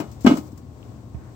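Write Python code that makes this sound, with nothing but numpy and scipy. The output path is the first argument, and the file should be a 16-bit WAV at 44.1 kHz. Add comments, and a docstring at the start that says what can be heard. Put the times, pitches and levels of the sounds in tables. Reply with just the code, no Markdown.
"""Shutting a small grill

Outdoors, close to a handheld camera's stereo microphone, a hand presses an enamelled steel lid shut.
The lid's broad panel booms, its rim clanks and chatters on the bowl, then scrapes into its seat.
The hand lets go with faint scuffs and the camera takes a soft bump, over a low, distant rumble."""
import sys
import numpy as np
from scipy import signal
from scipy.fft import rfft, irfft
from scipy.io import wavfile
from scipy.ndimage import uniform_filter1d

SR = 44100
rng = np.random.default_rng(int(sys.argv[2]) if len(sys.argv) > 2 else 0)


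def log_audio(samples):
    """Write samples as a 16-bit WAV file to the path given in sys.argv[1]."""
    # one column per channel
    frames = np.atleast_2d(samples).T
    # limit to full scale, then quantise
    limited = np.clip(frames, -1, 1)
    pcm = np.round(limited * 32767).astype(np.int16)
    wavfile.write(sys.argv[1], SR, pcm)


N = 59535
FFT_SIZE = 2 ** 16
RING_RISE_S = 0.0027

# rim on bowl: t/s, dense ring/dB, modes/dB, crack/dB, tilt/(dB per octave), left-right/dB
RIM_STRIKES = [(0.0, -14.5, -15, -25.5, -2.5, 11.5), (0.2471, -9, -13, -20.5, -5.5, 6.5),
               (0.2631, -5, -9, -3, 0, -1.5), (0.2661, -6.5, 3.5, -2.5, 0, 4),
               (0.273, -7, -15, -12.5, 3.5, 1.5), (0.2988, -10, -7, -19, -4.5, -4.5),
               (0.3086, -9.5, -24, -15, -1, -1), (0.321, -10.5, -35, -21.5, -2, -2.5),
               (0.372, -26.5, -28, -22.5, 1, 10.5)]
# how alike the two microphones hear the scene: f/Hz, correlation
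MIC_LIKENESS = [(50, 1), (130, 0.93), (400, 0.62), (700, 0.67), (1300, -0.18), (5000, 0.05)]


def amp(db):
    """Decibels to gain."""
    return 10 ** (np.asarray(db) / 20)


def read(points, hz):
    """A curve on a log-frequency axis."""
    f, value = np.transpose(points)
    return np.interp(np.log(hz + 1), np.log(f + 1), value)


def pan(db):
    """Left and right gains for a level difference."""
    return amp(np.array([[.5], [-.5]]) * db)


def since(s):
    """Seconds since s, zero before it."""
    return np.maximum(np.arange(N) / SR - s, 0)


def decay(t, t60):
    """Falls a thousandfold in t60."""
    return np.exp(-np.log(1000) * t / np.maximum(t60, 1e-3))


def bins():
    """Frequencies of a padded spectrum."""
    return np.fft.rfftfreq(FFT_SIZE, 1 / SR)


def colour(x, gain):
    """Filters by a gain for each frequency."""
    return irfft(rfft(x, FFT_SIZE) * gain, FFT_SIZE)[..., :N]


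def noise(spectrum):
    """Coloured noise at two microphones, alike in the bass and unrelated in the treble."""
    common, apart = rng.standard_normal((2, N))
    same = read(MIC_LIKENESS, bins())
    gain = amp(read(spectrum, bins()))
    right = colour(common, gain * same) + colour(apart, gain * np.sqrt(1 - same ** 2))
    return np.array([colour(common, gain), right])


def band_noise(centre_hz, octaves):
    """A bell-shaped band of noise, unrelated left and right."""
    band = np.exp(-.5 * (np.log2((bins() + 1) / centre_hz) / octaves) ** 2)
    return colour(rng.standard_normal((2, N)), band)


def outdoors(rumble_top_hz=350, whine_hz=1082, whine_db=-65, waver_hz=5):
    """Distant rumble, a slowly changing hiss and one faint far whine."""
    # open air: f/Hz, level/dB
    air_spectrum = [(22, -61), (38, -42), (62, -19.5), (115, -16), (165, -29), (260, -26), (420, -36),
                    (700, -41.5), (1100, -45), (1700, -55), (3200, -59.5), (7500, -61), (15000, -64.5)]
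    # drift of the hiss above the rumble: t/s, level/dB
    hiss_drift = [(0, 7), (.17, 2.6), (.45, 1.7), (0.679, -2), (.86, 2.6), (1.08, -1), (1.22, -0.1),
                  (1.35, 1)]
    air = noise(air_spectrum)
    rumble = colour(air, 1 / (1 + (bins() / rumble_top_hz) ** 4))
    hiss = amp(np.interp(since(0), *np.transpose(hiss_drift))) * (air - rumble)
    waver = uniform_filter1d(rng.standard_normal(N), size=4000)
    pitch_hz = whine_hz + waver_hz * waver / waver.std()
    whine = amp(whine_db) * np.sin(2 * np.pi * np.cumsum(pitch_hz) / SR)
    return pan(5) * (rumble + hiss + whine)


def sleeve_rustle(s=1.245, width_s=0.053, db=-46):
    """A soft rustle as the arm draws back."""
    swell = np.exp(-.5 * ((since(0) - s) / width_s) ** 2)
    return amp(db) * band_noise(centre_hz=1300, octaves=0.57) * swell


def camera_bump(s=1.1462, start_hz=175, rest_hz=62, sag_s=0.007, knock_hz=600):
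    """A finger shifts on the camera: a dull knock and a thud that sags in pitch."""
    t = since(s)
    burst = rng.standard_normal(N) * (t > 0) * decay(t, t60=0.063)
    knock = colour(burst, 1 / (1 + (bins() / knock_hz) ** 2))
    turns = rest_hz * t + (start_hz - rest_hz) * sag_s * (1 - np.exp(-t / sag_s))
    thud = np.sin(2 * np.pi * turns) * decay(t, t60=0.19)
    return pan(-10) * (amp(-26) * knock - amp(-24) * thud)


def handle_tick(s=0.829, db=-29):
    """One tiny dry tick as the fingers leave the handle."""
    t = since(s)
    return amp(db) * band_noise(centre_hz=2800, octaves=0.2) * (t > 0) * decay(t, t60=0.012)


def scuffs(grain_db=1.0):
    """Brief grainy friction left of centre, mostly above 4 kHz."""
    # rubs of rim, hand and sleeve: t/s, level/dB, rise/s, t60/s
    rubs = [(0.0, 0, 0.0012, 0.092), (0.114, -12, 0.0017, .16), (0.206, -8.5, 0.0027, 0.18),
            (0.234, -9, 0.011, 0.34), (0.349, -8, 0.0079, 0.16), (0.366, -1, 0.006, 0.11),
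            (.42, -19, 0.06, 0.077), (.518, -16.5, 0.0024, 0.068), (.575, -10.5, 0.0018, 0.088)]
    # friction noise: f/Hz, level/dB
    rub_spectrum = [(200, -48.5), (1500, -39), (3500, -43), (5000, -35.5), (8000, -37), (12000, -40.5),
                    (15500, -39)]
    level = sum(amp(db) * np.minimum(since(s) / rise, 1) * decay(since(s + rise), t60)
                for s, db, rise, t60 in rubs)
    grain = uniform_filter1d(rng.standard_normal(N), size=50)
    return pan(7.5) * level * amp(grain_db * grain / grain.std()) * noise(rub_spectrum)


def panel_booms(sharpness=2.5):
    """The lid's panel flexes as it lands and rocks; each boom swells and dies within a few cycles."""
    # panel flexes: t/s, peak level/dB, f/Hz, swell/s, left-right/dB
    flexes = [(0.0, -18, 293.4, 0.0056, 6), (0.246, -4.5, 267, 0.0056, 8), (0.2637, -7.5, 450, 0.0031, 1),
              (.264, -1.5, 235.7, 0.0096, 1.5), (0.2902, -11.5, 270, 0.005, -2.5),
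              (0.3124, -4, 275, 0.0064, 0.3), (0.3346, -16.5, 252, 0.0078, -0.5),
              (0.377, -24.5, 271, 0.0093, 8), (0.528, -29.5, 255, 0.0044, 6.5)]
    booms = 0
    for s, db, hz, swell_s, pan_db in flexes:
        t = since(s)
        swell = (t / swell_s * np.exp(1 - t / swell_s)) ** sharpness
        booms -= amp(db) * pan(pan_db) * swell * np.sin(2 * np.pi * hz * t)
    return booms


def brightness(hz, tilt_db):
    """A harder blow favours the treble: gain for a slope in dB per octave."""
    return amp(tilt_db * np.log2(np.maximum(hz, 300) / 1000))


def shell_ring():
    """Each strike feeds the shell's modes, the high ones by its hardness; they ring on and die away."""
    # modes of the steel shell: f/Hz, level/dB, t60/s, left-right/dB
    modes = [(165.7, -22, 0.25, 0), (304, -31, 0.57, 7), (332.3, -28, 0.35, -1), (383.5, -24.5, 0.23, -5.5),
             (427.4, -29, 0.27, 8.5), (579, -29.5, 0.22, 11), (613, -30.5, 0.3, 3), (682, -27.5, 0.23, 2.5),
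             (833.3, -39, 0.3, 12.5), (920, -35.5, 0.3, -1), (1053, -36.5, 0.36, -5.5),
             (1265.6, -29.5, 0.3, 0), (1317, -27.5, 0.16, 3.5), (1574, -26, 0.093, 14),
             (2128, -33.5, 0.21, -3), (2927, -27, 0.18, 2.5), (3320, -31, 0.081, 5), (3335, -42, 0.29, -4)]
    ring = 0
    for hz, db, t60, pan_db in modes:
        energy = 0
        for s, _, modes_db, _, tilt_db, _ in RIM_STRIKES:
            envelope = np.minimum(since(s) / RING_RISE_S, 1) * decay(since(s), t60)
            energy += (amp(modes_db) * brightness(hz, tilt_db) * envelope) ** 2
        mic_phase = np.array([[0], [1]]) * np.arccos(read(MIC_LIKENESS, hz))
        tone = np.sin(2 * np.pi * (hz * since(0) + rng.random()) + mic_phase)
        ring += amp(db) * pan(pan_db) * np.sqrt(energy) * tone
    return ring


def rim_strike(s, ring_db, crack_db, tilt_db, pan_db, attack_s=0.00095):
    """Steel on steel, close up: an enamel tick, a short crack and a dense ring that dies band by band."""
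    # the shell's dense ringing: f/Hz, level/dB
    ring_spectrum = [(60, -64.5), (200, -4.5), (420, -14.5), (700, -9), (1300, -7), (1750, -15.5),
                     (2400, -9.5), (3400, -17.5), (3800, -19), (8000, -36.5), (15000, -46)]
    # how long each band rings: f/Hz, t60/s
    ring_decays = [(200, 0.39), (1000, 0.18), (3000, 0.11), (7000, 0.29), (15000, 0.65)]
    # the crack of contact: f/Hz, level/dB
    crack_spectrum = [(40, -41), (150, 8.5), (440, 8.5), (700, 6.5), (1200, 2.5), (1800, -11.5),
                      (4000, -14), (7000, -21.5), (15000, -51)]
    t = since(s)
    tilt = brightness(bins(), tilt_db)
    dense, ring = noise(ring_spectrum), 0
    for centre_hz, t60 in ring_decays:
        band = read([(hz, float(hz == centre_hz)) for hz, _ in ring_decays], bins())
        ring += colour(dense, band * tilt) * decay(t, t60)
    ring *= np.minimum(t / RING_RISE_S, 1)
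    tick = amp(-18) * colour(rng.standard_normal((2, N)), tilt) * decay(t, t60=0.0085)
    crack = colour(noise(crack_spectrum), tilt) * decay(t, t60=0.041)
    contact = (crack + tick) * np.minimum(t / attack_s, 1)
    return pan(pan_db) * (amp(ring_db) * ring + amp(crack_db) * contact)


def scene():
    """The lid closing near the microphone, the hand leaving and the yard around them."""
    clanks = sum(rim_strike(s, ring_db, crack_db, tilt_db, pan_db)
                 for s, ring_db, _, crack_db, tilt_db, pan_db in RIM_STRIKES)
    lid = panel_booms() + clanks + shell_ring()
    return lid + scuffs() + handle_tick() + camera_bump() + sleeve_rustle() + outdoors()


def record(dry, cutoff_hz=15900):
    """The camera's microphone pair colours the sound, overloads at full scale and cuts the top treble."""
    # microphone response, dipping near 10 kHz: f/Hz, level/dB
    response = [(20, -13), (60, 0), (7000, -0.5), (8100, 0.5), (8800, -8.5), (10400, -16.5), (12300, -9.5),
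                (15000, -2.5)]
    # balance of the pair, duller on the right: f/Hz, left-right/dB
    balance = [(300, 0), (700, 3.5), (2400, -3), (4400, 1), (8000, 5), (14000, 6.5)]
    heard = colour(dry, amp(read(response, bins())) * pan(read(balance, bins())))
    clipped = heard / (1 + heard ** 8) ** (1 / 8)
    lowpass = signal.firwin(511, cutoff_hz, window=("kaiser", 9), fs=SR)
    return signal.oaconvolve(clipped, lowpass[None], "same")


dry = scene()
out = record(dry)
log_audio(out)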